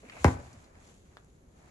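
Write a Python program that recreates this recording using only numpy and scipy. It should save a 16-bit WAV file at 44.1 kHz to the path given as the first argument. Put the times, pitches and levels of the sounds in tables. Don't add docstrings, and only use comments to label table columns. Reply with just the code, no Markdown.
import sys
import numpy as np
from scipy import signal
from scipy.fft import rfft, irfft, next_fast_len
from scipy.io import wavfile

SR = 44100
rng = np.random.default_rng(int(sys.argv[2]) if len(sys.argv) > 2 else 0)


def generate_wav(signal):
    frames = np.transpose(np.atleast_2d(signal))
    scaled = np.clip(frames, -1, 1) * 32767
    pcm = np.round(scaled).astype(np.int16)
    wavfile.write(sys.argv[1], SR, pcm)


N = 74970
T = np.arange(N) / SR
SIZE = next_fast_len(2 * N)
F = np.maximum(np.arange(SIZE // 2 + 1) * SR / SIZE, 1)
BOOM_HZ = 83


def undb(db):
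    return 10 ** (np.asarray(db) / 20)


def read(table, hz=F):
    f, v = np.array(table, float).T
    return np.interp(np.log(hz), np.log(f), v)


def through(x, response):
    return irfft(rfft(x, SIZE) * response, SIZE)[..., :N]


def causal(db):
    cepstrum = irfft(np.log(undb(db)), SIZE)
    cepstrum[1:SIZE // 2] *= 2
    cepstrum[SIZE // 2 + 1:] = 0
    return np.exp(rfft(cepstrum))


def delay(s):
    return np.exp(-2j * np.pi * F * s)


def unit(x):
    return x / np.sqrt(np.mean(x ** 2))


def pan(db):
    return undb(np.array([[.5], [-.5]]) * db)


def ports(x):
    right_lag_s = .00016
    return through(x, np.array([delay(0), delay(right_lag_s)]))


def diffuse(pair):
    # f/Hz, correlation
    likeness = [(60, 1), (150, 0.9), (300, 0.8), (600, 0.09), (1200, -0.27), (2500, -0.19), (6000, 0.19)]
    c = np.clip(read(likeness), -.99, .99)
    mid, side = through(pair, np.sqrt(np.array([1 + c, 1 - c]) / 2))
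    return np.array([mid + side, mid - side])


def noise():
    return diffuse(rng.standard_normal((2, N)))


def fade(t60):
    return np.exp(-np.log(1000) * T / t60)


def echoes(t60):
    first_echo_s = 0.0016
    env = fade(t60) * np.clip(T / first_echo_s - 1, 0, 1)
    return env / np.sqrt(np.sum(env ** 2))


def room(x, wet_db=0):
    # f/Hz, level/dB
    tail = [(60, -11.5), (200, -15), (600, -11), (1100, -5.5), (1900, -11), (7000, -12)]
    # f/Hz, t60/s
    tail_t60 = [(80, 1), (250, 0.35), (900, 0.34), (2000, 0.24), (8000, 0.17)]
    early_db, early_t60_s = -12, .085
    response = undb(early_db) * noise() * echoes(early_t60_s)
    wash = noise()
    centres = np.geomspace(50, 12800, 9)
    for hz, share in zip(centres, np.eye(len(centres))):
        band = through(wash, np.interp(np.log(F), np.log(centres), share))
        response = response + band * undb(read(tail, hz)) * echoes(read(tail_t60, hz))
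    return x + undb(wet_db) * through(x, rfft(response, SIZE))


def crunch(db):
    decay_s, lower_edge_hz = 0.004, 1772
    fibres = unit(noise() * np.exp(-T / decay_s)) / np.sqrt(N)
    treble = 1 / (1 + lower_edge_hz / (1j * F)) ** 2
    smear = 1 + undb(db) * rfft(fibres, SIZE) * treble
    return np.array([side / causal(20 * np.log10(np.abs(side))) for side in smear])


def friction(level, spectrum, rough_db=0.9, catch_hz=45):
    grains_per_s, scatter_db, pan_db = 9000, 2.5, 0.66
    slips = (rng.random(N) < grains_per_s / SR) * undb(scatter_db * rng.standard_normal(N))
    grains = diffuse(slips * rng.standard_normal((2, N)))
    grains = unit(through(grains, causal(read(spectrum))))
    catch = unit(through(rng.standard_normal(N), 1 / (1 + (F / catch_hz) ** 2)))
    stroke_db = np.interp(T, *np.array(level).T) + rough_db * catch
    return grains * undb(stroke_db) * pan(pan_db)


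def air():
    # f/Hz, relative level/dB
    colour = [(20, -9), (60, 2.5), (110, -3), (200, -4.5), (500, -11.5), (900, -23), (1500, -26),
              (2500, -35), (5300, -41.5), (6400, -33.5), (6900, -26.5), (7400, -44.5), (8500, -45),
              (11500, -35.5)]
    rms_db = -59
    return undb(rms_db) * unit(through(noise(), undb(read(colour))))


def scrape():
    # t/s, level/dB
    stroke = [(0, -68.5), (.07, -59.5), (.12, -59.5), (.17, -49.5), (.235, -54), (.3, -48.5), (.5, -58.5),
              (.61, -61), (.7, -64.5), (.77, -63), (.9, -62.5), (1.0, -76.5), (1.12, -66.5), (1.3, -76.5),
              (1.5, -74), (1.6, -64.5), (1.7, -60)]
    # f/Hz, relative level/dB
    colour = [(80, -8.5), (300, -1), (650, 4), (1100, 0.5), (1450, -2), (1900, -4.5), (2400, -6),
              (3300, -22), (5000, -17), (12000, -37)]
    return friction(stroke, colour)


def fur():
    # t/s, level/dB
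    rustle = [(0, -68.5), (.08, -67), (.17, -61), (.23, -54), (.3, -50.5), (.38, -64), (.46, -63.5),
              (.57, -68), (.64, -67.5), (.73, -78), (.82, -66), (.89, -64.5), (1.02, -71), (1.25, -75),
              (1.48, -79.5), (1.62, -70.5), (1.7, -70.5)]
    # f/Hz, relative level/dB
    colour = [(1000, -12.5), (2500, 1), (4000, 0.5), (5200, -4), (6800, 5.5), (8000, 0), (9300, -12.5),
              (11000, -1.5), (13000, -33.5)]
    return friction(rustle, colour)


def drag():
    # f/Hz, relative level/dB
    colour = [(300, -5.5), (700, -5), (1200, -6.5), (1700, -3), (2300, 4.5), (2750, -1.5), (3300, -14.5),
              (4000, -11.5), (4800, -22), (12000, -23.5)]
    start_s, end_s, ramp_s, slide_db = 0.08, 0.21, 0.057, -54
    # t/s, level/dB
    stroke = [(start_s - ramp_s, -72), (start_s, slide_db - 6), (start_s + ramp_s, slide_db),
              (end_s, slide_db), (end_s + ramp_s, -100)]
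    return friction(stroke, colour, rough_db=3.7)


def ticks(q=1.2):
    # t/s, level at onset/dB, centre
    # f/Hz, decay constant/s
    tick_bursts = [(0.032, -48.5, 514, 0.011), (.0975, -38, 2000, .0025), (.2305, -52, 5000, .003),
                   (.7535, -55, 1400, .004), (.39, -49.5, 533, 0.028), (0.444, -62, 5000, .003),
                   (0.5295, -55, 5600, 0.0073), (0.6424, -59.5, 4200, 0.0063), (0.8735, -60, 5026, .005),
                   (1.2457, -60, 7760, 0.0024)]
    out = 0
    for s, db, hz, length in tick_bursts:
        resonance = 1 / (1 + 1j * q * (F / hz - hz / F)) ** 2
        burst = rng.standard_normal(N) * (T >= s) * np.exp(-np.abs(T - s) / length)
        decay_rms = np.sqrt(length / 2 * SR / N)
        out = out + undb(db) * unit(through(burst, resonance)) * decay_rms
    return room(ports(out), wet_db=-0.5)


def low_swells(waver=0.11):
    # t/s, peak level/dB, centre f/Hz, time to peak/s
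    swells = [(0.035, -50, 253.5, 0.017), (.2, -40.5, 90, 0.028), (0.313, -34.5, 89, .013),
              (0.341, -32, 85.4, 0.013), (.385, -39.5, 88, 0.01), (0.455, -47.5, 79.1, .018),
              (.535, -50, 225, 0.0097), (.568, -45, 93, 0.0083), (.765, -48.5, 77, 0.0093),
              (.875, -61.5, 185, 0.041), (1.08, -52.5, 70.3, 0.01), (1.345, -62, 59.8, 0.011),
              (1.437, -58, 60.4, 0.033)]
    out = 0
    for s, db, hz, length in swells:
        age = np.maximum(T - s, 0) / length
        envelope = age ** 2 * np.exp(2 * (1 - age))
        drift = unit(through(rng.standard_normal(N), 1 / (1 + (2 * F / hz) ** 2)))
        pitch = hz * (1 + waver * drift)
        tone = np.sin(2 * np.pi * np.cumsum(pitch * (T >= s)) / SR)
        out = out + undb(db) * envelope * tone
    return ports(out)


def knock():
    # t/s, level/dB
    hits = [(.2430, -1.5), (0.2449, -12.5), (.2518, -14), (0.2612, -17.5), (.2685, -22.5), (0.2773, -17.5),
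            (.2815, -18.5)]
    # f/Hz, level/dB
    colour = [(25, 1), (60, 15.5), (120, 29), (250, 30.5), (500, 21.5), (850, 23.5), (1500, 16),
              (2400, 10.5), (3400, -5), (6000, 0), (11500, -9)]
    # f/Hz, left over right/dB
    place = [(100, 1.5), (800, 2.5), (1400, -3.5), (2300, 6.5), (3500, 11.5), (7000, 1)]
    # f/Hz, level over the blow/dB, t60/s
    modes = [(126.4, 0, 0.56), (169, 5, 0.18), (259.4, 2, 0.23), (305.2, 0, .2), (383, 4, 0.078),
             (491.3, 0.5, 0.22), (573, 2, .24), (724, 0.5, 0.33), (812.5, 7, 0.12), (922.5, -1, 0.24),
             (1009, 0.5, 0.25), (1150, -7, 0.19), (1323, -3, 0.095), (1525, -0.5, .09), (1841, -1, 0.13),
             (2242, -2.5, .12), (2396, -4.5, 0.11)]
    bend_delay_s, bend_law = .0033, .52
    travel = bend_delay_s * (np.maximum(F, BOOM_HZ) / 1000) ** -bend_law
    bend = np.exp(-2j * np.pi * np.cumsum(travel) * SR / SIZE)
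    contacts = sum(undb(db) * delay(s) for s, db in hits)
    panel = 1
    for hz, db, t60 in modes:
        q = np.pi * hz * t60 / np.log(1000)
        panel = panel + undb(db) / (1 + 1j * q * (F / hz - hz / F))
    blow = causal(read(colour)) * contacts * crunch(db=5.5) * bend * panel * pan(read(place))
    return room(ports(irfft(blow, SIZE)[:, :N]))


def boom():
    start_s, attack_s, hold_s, release_s, peak_db = .2455, 0.023, 0.016, 0.0071, -16
    age = T - start_s
    swell = np.clip(age / attack_s, 0, 1)
    damping = np.exp(-np.maximum(age - attack_s - hold_s, 0) / release_s)
    return ports(undb(peak_db) * swell * damping * np.sin(2 * np.pi * BOOM_HZ * age))


def taps():
    # t/s, level/dB
    touches = [(1.17, -3.5)]
    # f/Hz, level/dB
    colour = [(60, -32), (300, -12.5), (800, -9.5), (1500, -7.5), (1950, -13.5), (2600, -23.5),
              (3600, -18.5), (5000, -25.5), (7000, -37), (11500, -37)]
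    contacts = sum(undb(db) * delay(s) for s, db in touches)
    click = contacts * causal(read(colour)) * crunch(db=1.5)
    return room(ports(irfft(click, SIZE)[:, :N]), wet_db=2)


def scene():
    background = air()
    rubbing = scrape() + fur() + drag() + ticks()
    box = low_swells() + knock() + boom() + taps()
    return background + rubbing + box


def record(dry):
    top_hz, ripple_db, stop_db = 11500, .2, 70
    return signal.sosfilt(signal.ellip(8, ripple_db, stop_db, top_hz, fs=SR, output="sos"), dry)


dry = scene()
out = record(dry)
generate_wav(out)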